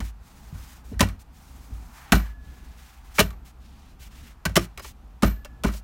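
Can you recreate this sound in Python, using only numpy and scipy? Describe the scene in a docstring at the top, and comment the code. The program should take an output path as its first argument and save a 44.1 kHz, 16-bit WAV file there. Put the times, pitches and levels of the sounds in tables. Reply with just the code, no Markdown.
"""Inside a parked car, a phone microphone close to the dashboard. Over a low rumble, hand and sleeve brush
about and a few light knocks land. From one second in, a fist thumps the dash and the plastic lid of its
storage bin pops open; later a palm presses it shut and it latches. Each hard blow is a quick cluster of
plastic contacts over a knock of the dash panel and a boom of the cabin air. After it, loose trim buzzes
and the steel latch may ring faintly. The phone's limiter holds the peaks."""
import sys
import numpy as np
from scipy import signal
from scipy.fft import rfft, irfft, next_fast_len
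from scipy.io import wavfile
from scipy.ndimage import uniform_filter1d, minimum_filter1d, map_coordinates

SR = 44100
rng = np.random.default_rng(int(sys.argv[2]) if len(sys.argv) > 2 else 0)


def inscribe(sig):
    """Save sig as 16-bit PCM at rate SR to the path in sys.argv[1].

    A 1-D sig is mono; a 2-D sig holds one channel per row.
    Samples are clipped to [-1, 1] before scaling.
    """
    pcm = np.round(np.clip(np.atleast_2d(sig).T, -1, 1) * 32767)
    wavfile.write(sys.argv[1], SR, pcm.astype(np.int16))


N = 257279
AGE = np.arange(SR) / SR  # seconds since a strike

# Levels in the tables are relative within each column.
# contacts of lid, catch and button: start_s, snap_db, clack_db, knock_db, lid_spot_hz, bin_spot_hz
PLASTIC_CONTACTS = [(.003, -29, -37, -46, 1870, 970), (.919, -54, -65, -47.5, 1000, 450),
                    (.9932, -17.5, -25, -32, 1910, 635), (1.006, -5.5, -14.5, -23.5, 1025, 560),
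                    (1.0248, -20, -29, -29, 1930, 936), (1.0862, -34, -42, -66, 2140, 640),
                    (2.1207, -2.5, -10, -19.5, 1485, 813), (2.1525, -22, -36.5, -35, 1500, 329),
                    (3.1826, -18.5, -15.5, -22.5, 2200, 560), (3.1915, -3.5, -16, -17.5, 3200, 657),
                    (3.2011, -4, -17.5, -20.5, 2910, 422), (3.3038, -38.5, -46, -60, 1170, 860),
                    (3.328, -50, -52, -58.5, 1120, 866), (4.4528, -12, -22.5, -26, 1550, 560),
                    (4.4936, -44.5, -54, -50.5, 5980, 575), (4.556, -10.5, -24.5, -30, 2000, 820),
                    (4.5648, -3.5, -16.5, -18, 1250, 343.6), (4.7748, -28.5, -40.5, -46, 4960, 950),
                    (4.794, -31.5, -40, -46.5, 5040, 347), (4.845, -32.5, -39, -48, 960, 980),
                    (5.2227, -19.5, -26.5, -25, 1390, 494), (5.2309, -16.5, -20.5, -21.5, 1280, 652),
                    (5.2632, -31, -37, -39.5, 1265, 353), (5.447, -31.5, -42, -45, 5040, 600),
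                    (5.636, -21, -27.5, -31, 1460, 480), (5.6462, -24.5, -28.5, -27.5, 996, 320),
                    (5.6803, -32, -31, -43.5, 1230, 550), (5.737, -35, -44, -47, 1070, 607)]
# spectrum of a plastic edge snapping: frequency_hz, level_db
SNAP_SPECTRUM = [(300, -17.5), (1000, -2), (2200, -1), (2900, 3.5), (3400, -1), (4100, -1), (4800, -4),
                 (5300, -2.5), (5700, -1), (6500, -4), (8500, -6), (10000, -8), (12000, -8.5), (16000, -12)]
# resonances of the lid: pitch_hz, width_hz, level_db
LID_MODES = [(1027, 150, 1), (1236, 250, 2.5), (1530, 130, 2), (1755, 100, -0.5), (1935, 94, -0.5),
             (2210, 120, -1.5), (2360, 75, -2), (2720, 35, -2.5), (2917, 54, -9), (2975, 130, -13.5),
             (4130, 160, -12)]
# resonances of the hollow bin: pitch_hz, width_hz, level_db
BIN_MODES = [(333, 55, -5.5), (404, 70, -1.5), (534, 54, -3), (641, 65, 0.5), (756, 73, -4.5),
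             (858, 72, -4)]
# blows that shake the dashboard: start_s, panel_db, frame_db, boom_db, panel_hz
DASH_BLOWS = [(.002, -27.5, -33.5, -27.5, 202.5), (.527, -30.5, -36, -38, 139.5),
              (.917, -28.5, -33.5, -43, 225), (.952, -51, -36.5, -27.5, 151),
              (1.006, -9.5, -18.5, -27.5, 206), (1.704, -40.5, -38, -32.5, 229.6),
              (2.122, -5, -25.5, -16, 210.5), (3.194, -12.5, -25.5, -27, 192.5), (4.46, -20, -28, -29, 173),
              (4.565, -13, -41, -30.5, 178.4), (5.231, -8.5, -24.5, -18.5, 211.4),
              (5.647, -13, -31.5, -22, 204.8)]
# modes of the dash panel: ratio_to_panel_hz, level_db, t60_s
PANEL_MODES = [(.64, -9, 0.22), (.8, -7, 0.15), (.9, -2, 0.13), (1.001, 5, 0.094), (1.08, -9.5, 0.11),
               (1.18, -8.5, 0.12), (1.5, -15.5, 0.18), (1.9, -17, 0.12)]
# flicks of the steel latch pawl: start_s, level_db
PAWL_FLICKS = [(1.011, -47.5), (2.128, -30.5), (3.204, -37), (5.249, -33), (5.656, -47)]
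# modes of the pawl: pitch_hz, level_db, t60_s
PAWL_MODES = [(9733, -10, .15), (13380, -2, .23), (13520, -6, .17), (13820, -3, .16), (14080, -10, .38),
              (14230, -4, .24)]
# plucks of the long lid spring: start_s, level_db
SPRING_PLUCKS = [(2.128, -49), (5.239, -51)]
# modes of the spring: pitch_hz, level_db, t60_s
SPRING_MODES = [(1701, 0, 1.6), (1723, -1, 1.2)]
# strokes of hand and sleeve: start_s, length_s, hiss_db, rub_db, rub_hz
SLEEVE_STROKES = [(0.009, 0.12, -53, -56.5, 1800), (0.178, 0.63, -59.5, -66, 1880),
                  (0.541, 0.32, -59.5, -59.5, 1540), (0.832, .13, -58.5, -67, 2000),
                  (1.188, 0.051, -55, -75, 2000), (1.289, 0.8, -59.5, -67, 1940),
                  (1.895, 0.47, -60.5, -53, 1250), (2.377, 0.69, -63, -63, 1980),
                  (2.752, 0.24, -66, -61.5, 1940), (3.018, 0.21, -61, -62, 1980),
                  (3.134, 0.15, -44, -52, 2330), (3.442, 0.089, -56, -62, 2200),
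                  (3.568, 0.42, -69, -64, 3040), (3.986, 0.12, -52.5, -55.5, 2200),
                  (4.083, .29, -57.5, -56.5, 2000), (4.597, 0.076, -45.5, -50, 2280),
                  (4.808, 0.13, -48, -55, 2760), (5.706, 0.11, -47, -72, 1480)]
# spectrum of their hiss: frequency_hz, level_db
BRUSH_SPECTRUM = [(470, -45.5), (800, -8), (1630, -8.5), (4800, -4), (6330, -3), (10600, -8), (13900, -7),
                  (16000, -7)]
# reverberation of the cabin: frequency_hz, t60_s
CABIN_DECAY = [(100, .25), (500, 0.14), (2000, 0.12), (6000, 0.11), (15000, 0.07)]
# spectrum of the low rumble: frequency_hz, level_db
RUMBLE_SPECTRUM = [(13, -34.5), (22, -9), (35, -7), (54, 1.5), (69, 0), (81, -16), (102, -14.5), (140, -16),
                   (243, -18.5), (360, -30), (614, -34), (700, -32.5), (910, -54.5), (1540, -120)]
# spectrum of the faint midrange wash: frequency_hz, level_db
WASH_SPECTRUM = [(320, -44.5), (550, -18), (781, 1), (890, -1.5), (1060, -3.5), (1310, -4.5), (1810, -11),
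                 (2600, -18), (3380, -45.5), (5720, -120)]
# slow swell of the wash: time_s, level_db
WASH_SWELL = [(0.0, -64.5), (0.62, -60.5), (1.32, -63.5), (2.08, -56.5), (2.24, -65), (3.16, -59.5),
              (3.36, -64), (5.83, -64.5)]
# spectrum of the steady hiss: frequency_hz, level_db
HISS_SPECTRUM = [(1060, -37), (1800, -7.5), (2080, -12), (2410, 1), (5490, -5.5), (10300, -11), (14900, -9),
                 (16000, -17)]


def plastic():
    """Each contact snaps at the edge; the lid answers with a clack and the bin with a hollow knock."""
    snaps, hollow = np.zeros((2, N))
    for start_s, snap_db, clack_db, knock_db, lid_hz, bin_hz in PLASTIC_CONTACTS:
        snap, clack, knock = np.zeros((3, SR // 2))
        for delay, edge_db, lid_db, bin_db in bounces():
            add(snap, delay, amp(snap_db + edge_db - 4.5) * chatter(.00072, t60=.038, grain_db=2))
            add(clack, delay, amp(clack_db + lid_db + 2.5) * chatter(.0006, t60=.043, grain_db=2))
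            add(knock, delay, amp(knock_db + bin_db + 7.5) * chatter(.00039, t60=.022, grain_db=1.5))
        add(snaps, start_s, snap)
        add(hollow, start_s, filtered(clack, lambda hz: struck(LID_MODES, hz, lid_hz)))
        add(hollow, start_s, filtered(knock, lambda hz: struck(BIN_MODES, hz, bin_hz)))
    return filtered(snaps, causal(SNAP_SPECTRUM)) + hollow


def bounces():
    """A part strikes, seats more dully, then rebounds ever weaker: delay_s, snap_db, clack_db, knock_db."""
    strike, seat = (0, 0, 0, 0), (.006, -11, -4.5, 2.5)
    flights_s = .03 * np.exp(.15 * rng.standard_normal(size=3))
    levels_db = -27.5 - 7.5 * np.arange(len(flights_s))
    rebounds = [(delay, db, db, db) for delay, db in zip(np.cumsum(flights_s), levels_db)]
    return [strike, seat] + rebounds


def chatter(attack_s, t60, grain_db):
    """The dense, uneven micro-impacts of one plastic contact."""
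    t = AGE[:SR // 4]
    grain = unit(uniform_filter1d(rng.standard_normal(len(t)), size=24))
    impacts = unit(rng.standard_normal(len(t)) * amp(grain_db * grain))
    return impacts * fade(t, t60) * (1 - np.exp(-t / attack_s))


def struck(modes, hz, spot_hz):
    """A body's response at unit power; the resonances near the struck spot's own speak loudest."""
    emphasis = 1 + 2.7 * resonance(hz, spot_hz, width=.1 * spot_hz)
    return unit(body(modes, hz) * emphasis + 4 * resonance(hz, spot_hz, width=70))


def body(modes, hz):
    """A plastic part's resonances, summed with alternating signs, at unit power."""
    return unit(sum((-1) ** k * amp(db) * resonance(hz, centre, width)
                    for k, (centre, width, db) in enumerate(modes)))


def dashboard():
    """A blow flexes the dash panel and its frame, which pump the lowest air mode of the cabin."""
    out = np.zeros(N)
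    for start_s, panel_db, frame_db, boom_db, panel_hz in DASH_BLOWS:
        modes = [(ratio * panel_hz, db, t60) for ratio, db, t60 in PANEL_MODES]
        add(out, start_s, amp(panel_db - .36) * ring(modes, attack_s=.0056))
        add(out, start_s, amp(frame_db + 9.5) * mode(hz=92, t60=.23, attack_s=.02))
        add(out, start_s, amp(boom_db + 8) * mode(hz=53, t60=.35, attack_s=.025))
    return out


def ring(modes, attack_s):
    """Modes struck together, each about a decibel stronger or weaker every time."""
    return sum(amp(db + rng.standard_normal()) * mode(hz, t60, attack_s) for hz, db, t60 in modes)


def mode(hz, t60, attack_s):
    """A damped sine that builds up over the attack time."""
    return np.sin(2 * np.pi * hz * AGE) * fade(AGE, t60) * (1 - np.exp(-AGE / attack_s))


def trim_rattle():
    """Loose trim buzzes against the lid while the dashboard settles, the louder the harder the blow."""
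    hard_blow_db, lag_s = -10, .012
    buzz = np.zeros(N)
    for start_s, panel_db, *_ in DASH_BLOWS:
        buzz_db = -33.5 + 1.1 * (panel_db - hard_blow_db)
        add(buzz, start_s + lag_s, amp(buzz_db) * chatter(.0021, t60=.24, grain_db=-1.5))
    buzz *= amp(1.5 * wobble(110))
    edge = causal(SNAP_SPECTRUM)
    return filtered(buzz, lambda hz: body(LID_MODES, hz) + amp(-4) * body(BIN_MODES, hz)
                    + amp(-2.5) * edge(hz))


def latch():
    """The small steel pawl sings briefly when flicked; the long lid spring swells slowly and rings on."""
    out = np.zeros(N)
    for start_s, db in PAWL_FLICKS:
        add(out, start_s, amp(db) * ring(PAWL_MODES, attack_s=.015))
    for start_s, db in SPRING_PLUCKS:
        add(out, start_s, amp(db) * ring(SPRING_MODES, attack_s=.14))
    return out


def brushing():
    """Skin and cloth slide near the microphone: a wide hiss over a narrower rubbing band."""
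    hiss_level, rub = np.zeros((2, N))
    for start_s, length_s, hiss_db, rub_db, rub_hz in SLEEVE_STROKES:
        pressure = stroke(length_s)
        friction = rng.standard_normal(len(pressure))
        band = filtered(friction, lambda hz: resonance(hz, rub_hz, width=1.53 * rub_hz) ** 2)
        add(hiss_level, start_s, amp(hiss_db) * pressure)
        add(rub, start_s, amp(rub_db) * pressure * unit(band))
    return (hiss_level * noise(BRUSH_SPECTRUM) + rub) * amp(1.2 * wobble(71))


def stroke(length_s):
    """Pressure of one stroke: it catches, holds and lets go, each ease lasting at most 0.1 s."""
    t = np.arange(max(int(length_s * SR), 2)) / SR
    rise_s, fall_s = np.minimum([.2 * length_s, .44 * length_s], .1)
    ramp = np.clip(np.minimum(t / rise_s, (length_s - t) / fall_s), 0, 1)
    return np.sin(np.pi / 2 * ramp) ** 2


def cabin_echo(x):
    """The short, dense echo of glass and upholstery around the microphone."""
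    hz, t, spectra = signal.stft(rng.standard_normal(SR // 2), SR, nperseg=256)
    tail = signal.istft(spectra * fade(t, along(CABIN_DECAY, hz)[:, None]), SR, nperseg=256)[1]
    tail *= 1 - np.exp(-AGE[:len(tail)] / .00083)  # the echo builds in about a millisecond
    return signal.fftconvolve(x, tail / np.linalg.norm(tail))[:N]


def background():
    """Room tone of the closed car: uneven rumble, a slowly swelling midrange wash, a thin steady hiss."""
    rumble = amp(-45.5 + 2.3 * wobble(9)) * noise(RUMBLE_SPECTRUM)
    swell_db = 1 + np.interp(np.arange(N) / SR, *np.transpose(WASH_SWELL))
    wash = amp(swell_db + .71 * wobble(6.8)) * noise(WASH_SPECTRUM)
    return rumble + wash + amp(-70) * noise(HISS_SPECTRUM)


def noise(spectrum):
    """Coloured noise of rms 1."""
    return unit(filtered(rng.standard_normal(N), lambda hz: amp(along(spectrum, hz))))


def wobble(rate_hz):
    """A smooth random curve, rate_hz knots a second."""
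    knots = rng.standard_normal(int(N * rate_hz / SR) + 4)
    return map_coordinates(knots, [np.arange(N) * rate_hz / SR])


def resonance(hz, centre, width):
    """Causal response of one resonance, centre and width in Hz."""
    return 1j * hz * width / (centre ** 2 - hz ** 2 + 1j * hz * width)


def causal(spectrum):
    """Minimum-phase response of unit power with the given spectrum."""
    def response(hz):
        cepstrum = irfft(np.log(unit(amp(along(spectrum, hz)))))
        half = len(cepstrum) // 2
        return np.exp(rfft(np.r_[cepstrum[0], 2 * cepstrum[1:half]], 2 * half))
    return response


def filtered(x, response):
    """Pass x through a complex response of frequency."""
    size = next_fast_len(len(x) + SR // 2)
    hz = np.fft.rfftfreq(size, 1 / SR)
    return irfft(rfft(x, size) * response(hz), size)[:len(x)]


def along(points, hz):
    """Read (frequency_hz, value) points on a log frequency axis."""
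    frequencies, values = np.transpose(points)
    return np.interp(np.log(hz + 1), np.log(frequencies + 1), values)


def add(track, start_s, sound):
    """Mix a sound into the track at start_s."""
    start = max(round(start_s * SR), 0)
    part = track[start:start + len(sound)]
    part += sound[:len(part)]


def fade(t, t60):
    """Exponential decay, 60 dB in t60 seconds."""
    return amp(-60 * t / t60)


def amp(db):
    """Decibels to gain."""
    return 10 ** (np.asarray(db) / 20)


def unit(x):
    """Scale to rms 1."""
    return x / np.sqrt(np.mean(np.abs(x) ** 2) + 1e-20)


def scene():
    """Lid, dashboard, latch and hand from close by, in mono, with a little cabin echo and room tone."""
    clicks, thumps = plastic(), dashboard()
    echo = cabin_echo(amp(-15.5) * clicks + amp(-12) * thumps)
    return (clicks + thumps + trim_rattle() + echo + latch() + brushing() + background())[None]


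def record(dry):
    """The phone's fast limiter holds the peaks; a steep low-pass then cuts the highest treble."""
    ceiling_db, top_hz = -3.5, 16100
    x = dry[0]
    needed_gain = np.minimum(1, amp(ceiling_db) / (np.abs(x) + 1e-9))
    gain = uniform_filter1d(minimum_filter1d(needed_gain, size=31), size=31)
    return filtered(x * gain, lambda hz: 1 / (1 + (hz / top_hz) ** 120))[None]


dry = scene()
out = record(dry)
inscribe(out)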